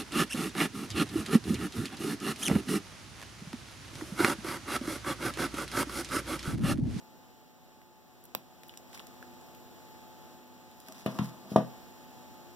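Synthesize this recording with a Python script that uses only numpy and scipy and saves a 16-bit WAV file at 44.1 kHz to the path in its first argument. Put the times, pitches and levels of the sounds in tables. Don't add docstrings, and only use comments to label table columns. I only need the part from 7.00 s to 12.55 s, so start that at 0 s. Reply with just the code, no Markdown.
import sys
import numpy as np
from scipy import signal
from scipy.fft import rfft, irfft, next_fast_len
from scipy.io import wavfile
from scipy.ndimage import uniform_filter1d

SR = 44100
rng = np.random.default_rng(int(sys.argv[2]) if len(sys.argv) > 2 else 0)


def waveform_to_disk(signal):
    frames = np.transpose(np.atleast_2d(signal))
    scaled = np.clip(frames, -1, 1) * 32767
    samples = np.round(scaled).astype(np.int16)
    wavfile.write(sys.argv[1], SR, samples)


N = 244755
TIME = np.arange(N) / SR
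TOP_HZ = 15900

# t/s, push/dB, contact time/ms, shell rattle/dB
KNOCKS = [(1.3498, -28, 0.39, -70), (4.0618, -8, 0.39, -30.5), (4.1882, -35, 0.27, -29.5),
          (4.1941, -0.5, 0.9, -57), (4.2187, -12, 1, -58), (4.5186, -14, 0.52, -63),
          (4.561, 0.3, 0.23, -24.5)]


def amp(db):
    return 10 ** (np.asarray(db) / 20)


def unit(x):
    return x / np.sqrt(np.mean(x ** 2))


def curve(rows):
    return np.interp(TIME, *np.transpose(rows))


def over_pitch(points, f):
    hz, value = np.transpose(points)
    return np.interp(np.log(f + 1), np.log(hz), value)


def noise(spectrum, size=N):
    # f/Hz, correlation (1 = the same)
    likeness = [(60, 0.13), (110, 0), (220, 0.73), (400, 0.52), (750, 0.37), (1400, 0), (15000, 0)]
    count = next_fast_len(size)
    f = np.fft.rfftfreq(count, 1 / SR)
    alike = np.clip(over_pitch(likeness, f), -1, 1)
    mid, side = rfft(rng.standard_normal((2, count))) * np.sqrt([1 + alike, 1 - alike])
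    gain = amp(over_pitch(spectrum, f)) * (f < TOP_HZ)
    left_right = np.array([mid + side, mid - side])
    return unit(irfft(left_right * gain, count)[:, :size])


def wobble(per_s):
    size = max(int(SR / per_s), 1)
    steps = np.repeat(rng.standard_normal(N // size + 1), size)
    return unit(uniform_filter1d(steps, size)[:N])


def band(hz, width):
    phase = 2 * np.pi * hz * TIME
    return unit(wobble(width) * np.cos(phase) + wobble(width) * np.sin(phase))


def burst(spectrum, t60, size=8192):
    fade = amp(-60 * TIME[:size] / t60)
    return unit(noise(spectrum, size) * fade) * np.sqrt(np.mean(fade ** 2))


def strokes(rows):
    power = 0
    for s, db, rise, fall in rows:
        away = np.maximum((s - TIME) / rise, (TIME - s) / fall)
        power += amp(db - 20 * np.minimum(away, 10)) ** 2
    return np.sqrt(power)


def add(track, s, sound):
    start = int(s * SR)
    track[:, start:start + sound.shape[-1]] += sound[:, :N - start]


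def room(x, wet_db, t60, treble_t60):
    t = TIME[:SR // 2]
    echoes = rng.standard_normal((2, len(t))) * (1 - np.exp(-t / 0.0027))
    low = signal.sosfilt(signal.butter(1, 3000, fs=SR, output="sos"), echoes)
    tail = low * amp(-60 * t / t60) + (echoes - low) * amp(-60 * t / treble_t60)
    tail /= np.sqrt(np.sum(tail ** 2) / 2)
    return x + amp(wet_db) * signal.fftconvolve(x, tail, axes=1)[:, :N]


def fan(air_db=-54, waver_db=2, drift=.0015):
    # f/Hz, level/dB
    air_spectrum = [(30, -1), (60, -3.5), (110, 0.5), (230, 2), (450, -5), (850, -8.5), (1200, -12.5),
                    (1800, -15.5), (3000, -17.5), (5500, -20.5), (8000, -24.5), (10000, -29.5),
                    (13000, -22.5), (15500, -28.5)]
    # f/Hz, level/dB
    motor_tones = [(247.6, -61), (296.1, -90), (349.9, -65.5), (527.6, -77.5), (694.4, -77), (742.9, -70),
                   (866.7, -65.5), (1238, -80.5)]
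    # f/Hz, width/Hz, level/dB
    bands = [(1760, 170, -77.5), (4200, 190, -78), (5530, 200, -82), (6990, 240, -74.5)]
    air = noise(air_spectrum) * amp(air_db + 0.52 * wobble(6.23))
    hum = 0
    for hz, db in motor_tones:
        peak = amp(db + waver_db * wobble(5)) * np.sqrt(2)
        phase = 2 * np.pi * hz * np.cumsum(1 + drift * wobble(8)) / SR
        hum += peak * np.sin(phase)
    whistles = sum(amp(db) * np.array([band(hz, width), band(hz, width)]) for hz, width, db in bands)
    return air + hum + whistles


def camera_whine(whine_db=-74, pulse_db=7, pictures_per_s=30):
    blip = (.5 + .5 * np.cos(2 * np.pi * pictures_per_s * (TIME - 2.311))) ** 6
    hiss = noise([(12500, -34), (13800, -9), (14650, -1), (15600, -4), (16000, -30)])[0]
    return amp(whine_db) * unit(hiss * amp(pulse_db * blip))


def glue_squeak(waver=.009, flutter_db=3):
    # t/s, f/Hz
    pitch = [(2.46, 13100), (2.57, 13750), (2.605, 12400), (2.67, 13650), (2.72, 12950), (2.78, 13300),
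             (2.83, 12250), (2.92, 11900)]
    # peak t/s, level/dB, rise/s, fall/s
    squeeze = (2.57, -72, .11, .7)
    hz = curve(pitch) * (1 + waver * wobble(300))
    tone = np.sin(2 * np.pi * np.cumsum(hz) / SR)
    return tone * strokes([squeeze]) * amp(flutter_db * wobble(40))


def felt_rustle(grain_db=3, patchy_db=2):
    # f/Hz, level/dB
    felt_spectrum = [(300, -10), (1000, 0), (1800, 0), (3000, -2), (5500, 0), (8000, -9), (11000, -7),
                     (15000, -9)]
    # peak t/s, level/dB, rise/s, fall/s
    rubs = [(1.69, -66, .1, .25), (1.948, -49.5, .06, .08), (4.005, -55, .33, .1), (4.115, -53.5, .08, .22),
            (4.26, -53.5, .12, .11), (4.53, -54, .1, .1), (5.0, -70, .6, 1.2)]
    grip = unit(amp(grain_db * wobble(900) + patchy_db * wobble(50)))
    return noise(felt_spectrum) * grip * strokes(rubs)


def handling_ticks(per_s=10, spread_db=2.5, centre_hz=3500, beside_db=-11):
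    # start/s, end/s, level/dB
    spells = [(2.38, 2.52, -54.5), (3.68, 4.35, -52)]
    rows = []
    for (start, end, db), chance in zip(spells, rng.uniform(-1, 1, (len(spells), 32, 3))):
        for slot, (shift, size, octaves) in zip(np.arange(start, end, 1 / per_s), chance):
            s = slot + (1 + shift) / 2 / per_s
            rows.append((s, db + spread_db * size, centre_hz * 2 ** octaves, beside_db))
    return rows


def ticks(edge_db=-8):
    # t/s, level/dB, centre f/Hz, level an octave to either side/dB
    clear_ticks = [(.8164, -53, 2000, -16), (1.2396, -48, 13500, -17), (1.2535, -46, 13000, -16),
                   (1.6338, -44, 2180, -13), (1.683, -47, 13500, -19), (1.6942, -41, 3120, -22),
                   (1.739, -47.5, 2190, -17), (1.7738, -39.5, 5500, -12), (1.931, -45, 2300, -15),
                   (1.9752, -42.5, 2190, -16), (1.9951, -37.5, 3100, -24), (2.001, -43, 1200, -18),
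                   (2.0688, -44.5, 6000, -3), (2.2268, -40, 1600, -21), (2.5493, -50, 3300, -2),
                   (3.8016, -46.5, 8000, 2), (3.8849, -39.5, 1500, -9), (3.923, -42, 4500, -6),
                   (4.0608, -43, 12000, -9)]
    out = np.zeros((2, N))
    for s, db, hz, beside_db in clear_ticks + handling_ticks():
        far_db = beside_db + edge_db
        spectrum = [(200, far_db), (hz / 2, beside_db), (hz, 0), (hz * 2, beside_db), (SR, far_db)]
        add(out, s, amp(db) * burst(spectrum, t60=.014))
    return room(out, wet_db=-11.5, t60=0.13, treble_t60=0.089)


def trigger_snap(right_db=1.2):
    # t/s, level/dB
    snaps = [(1.3498, -19), (1.3517, -33)]
    # f/Hz, level/dB
    snap_spectrum = [(40, -34), (200, 9), (450, -2), (950, 3), (1600, -6), (2500, 1.5), (3700, -1.5),
                     (5500, -7), (7000, -16), (10000, -10), (14500, 3.5), (16000, 0)]
    out = np.zeros((2, N))
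    for s, db in snaps:
        add(out, s, amp(db) * burst(snap_spectrum, t60=0.0075))
    return room(out * amp([[-right_db], [right_db]]), wet_db=-15.5, t60=0.22, treble_t60=0.16)


def shell_rattle():
    # f/Hz, level/dB
    shell_spectrum = [(40, -35), (150, -14), (500, -2.5), (1050, 7), (1500, -2), (2000, -3), (3100, -6.5),
                      (5500, -15), (9000, -25), (14000, -25), (16000, -30)]
    out = np.zeros((2, N))
    for s, _, _, db in KNOCKS:
        add(out, s, amp(db) * burst(shell_spectrum, t60=0.034))
    return room(out, wet_db=-3.5, t60=0.26, treble_t60=0.19)


def ring_table(force, clunk_db=-28, clunk_t60=0.27, thump_db=-8, thump_ms=0.38):
    # f/Hz, level/dB, time to fade by 60 dB/s
    tones = [(91.5, -43, .2), (129.5, -19.5, 0.29), (169, -19, 0.23), (203.7, -12.5, 0.19),
             (247.3, -19.5, .21), (307, -25, 0.18), (379, -30, 0.19), (470, -33.5, 0.11), (501, -30, .19),
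             (585, -26.5, 0.17), (646.3, -14.5, 0.13), (713, -20.5, 0.14), (900, -44, 0.1),
             (950, -30, 0.06), (1080, -34, 0.13), (1170, -23, 0.12)]
    t = TIME[:SR // 2]
    ring = sum(amp(db - 60 * t / t60) * np.cos(2 * np.pi * hz * t) for hz, db, t60 in tones)
    clunk_spectrum = [(60, -28), (250, -7), (450, 8), (800, 5), (1200, -9), (1600, -16), (3000, -30)]
    clunk = noise(clunk_spectrum, len(t)) * amp(clunk_db - 60 * t / clunk_t60)
    ringing = signal.fftconvolve(force[None], ring + clunk, axes=1)[:, :N]
    offset = np.arange(-200, 201) / SR * 1000 / thump_ms
    thump = amp(thump_db) * (1 - offset ** 2) * np.exp(-offset ** 2 / 2)
    return ringing + signal.fftconvolve(force, thump, "same")


def gun_on_table(left_db=0.9, rough_db=4, bass_cut_hz=85):
    # peak t/s, level/dB, rise/s, fall/s
    drags = [(3.89, -52, .03, .3), (4.175, -36, .13, .2), (4.55, -41.5, .12, .07)]
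    force = np.zeros(N)
    for s, db, contact_ms, _ in KNOCKS:
        push = np.exp(-.5 * ((TIME - s) * 1000 / contact_ms) ** 2)
        force += amp(db) * push / push.sum()
    drag_spectrum = [(30, -12), (80, 4), (250, 9.5), (450, 2), (700, -2.5), (1050, 2),
                     (2000, -6), (8000, -4)]
    friction = noise(drag_spectrum)[0] * amp(rough_db * wobble(90))
    top = ring_table(force) + unit(ring_table(friction)) * strokes(drags)
    top = signal.sosfilt(signal.butter(2, bass_cut_hz, "high", fs=SR, output="sos"), top)
    return room(top * amp([[left_db], [-left_db]]), wet_db=-21.5, t60=0.38, treble_t60=0.22)


def scene():
    # t/s, level/dB
    swell = [(0, -2), (.6, -6), (1.45, -4.5), (2.0, .7), (3.25, -.3), (3.75, -2.3), (4.7, 1.5), (5.55, .3)]
    background = (fan() + camera_whine()) * amp(curve(swell))
    gun = gun_on_table() + shell_rattle() + trigger_snap() + ticks()
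    return background + gun + felt_rustle() + glue_squeak()


def record(dry, crossfeed=0.67, delay_samples=20):
    other_side = np.pad(dry[::-1], ((0, 0), (delay_samples, 0)))[:, :N]
    wide = dry - crossfeed * other_side
    wide = signal.sosfilt(signal.butter(3, 48, "high", fs=SR, output="sos"), wide)
    return signal.sosfilt(signal.ellip(10, .2, 70, TOP_HZ, fs=SR, output="sos"), wide)


dry = scene()
out = record(dry)
waveform_to_disk(out)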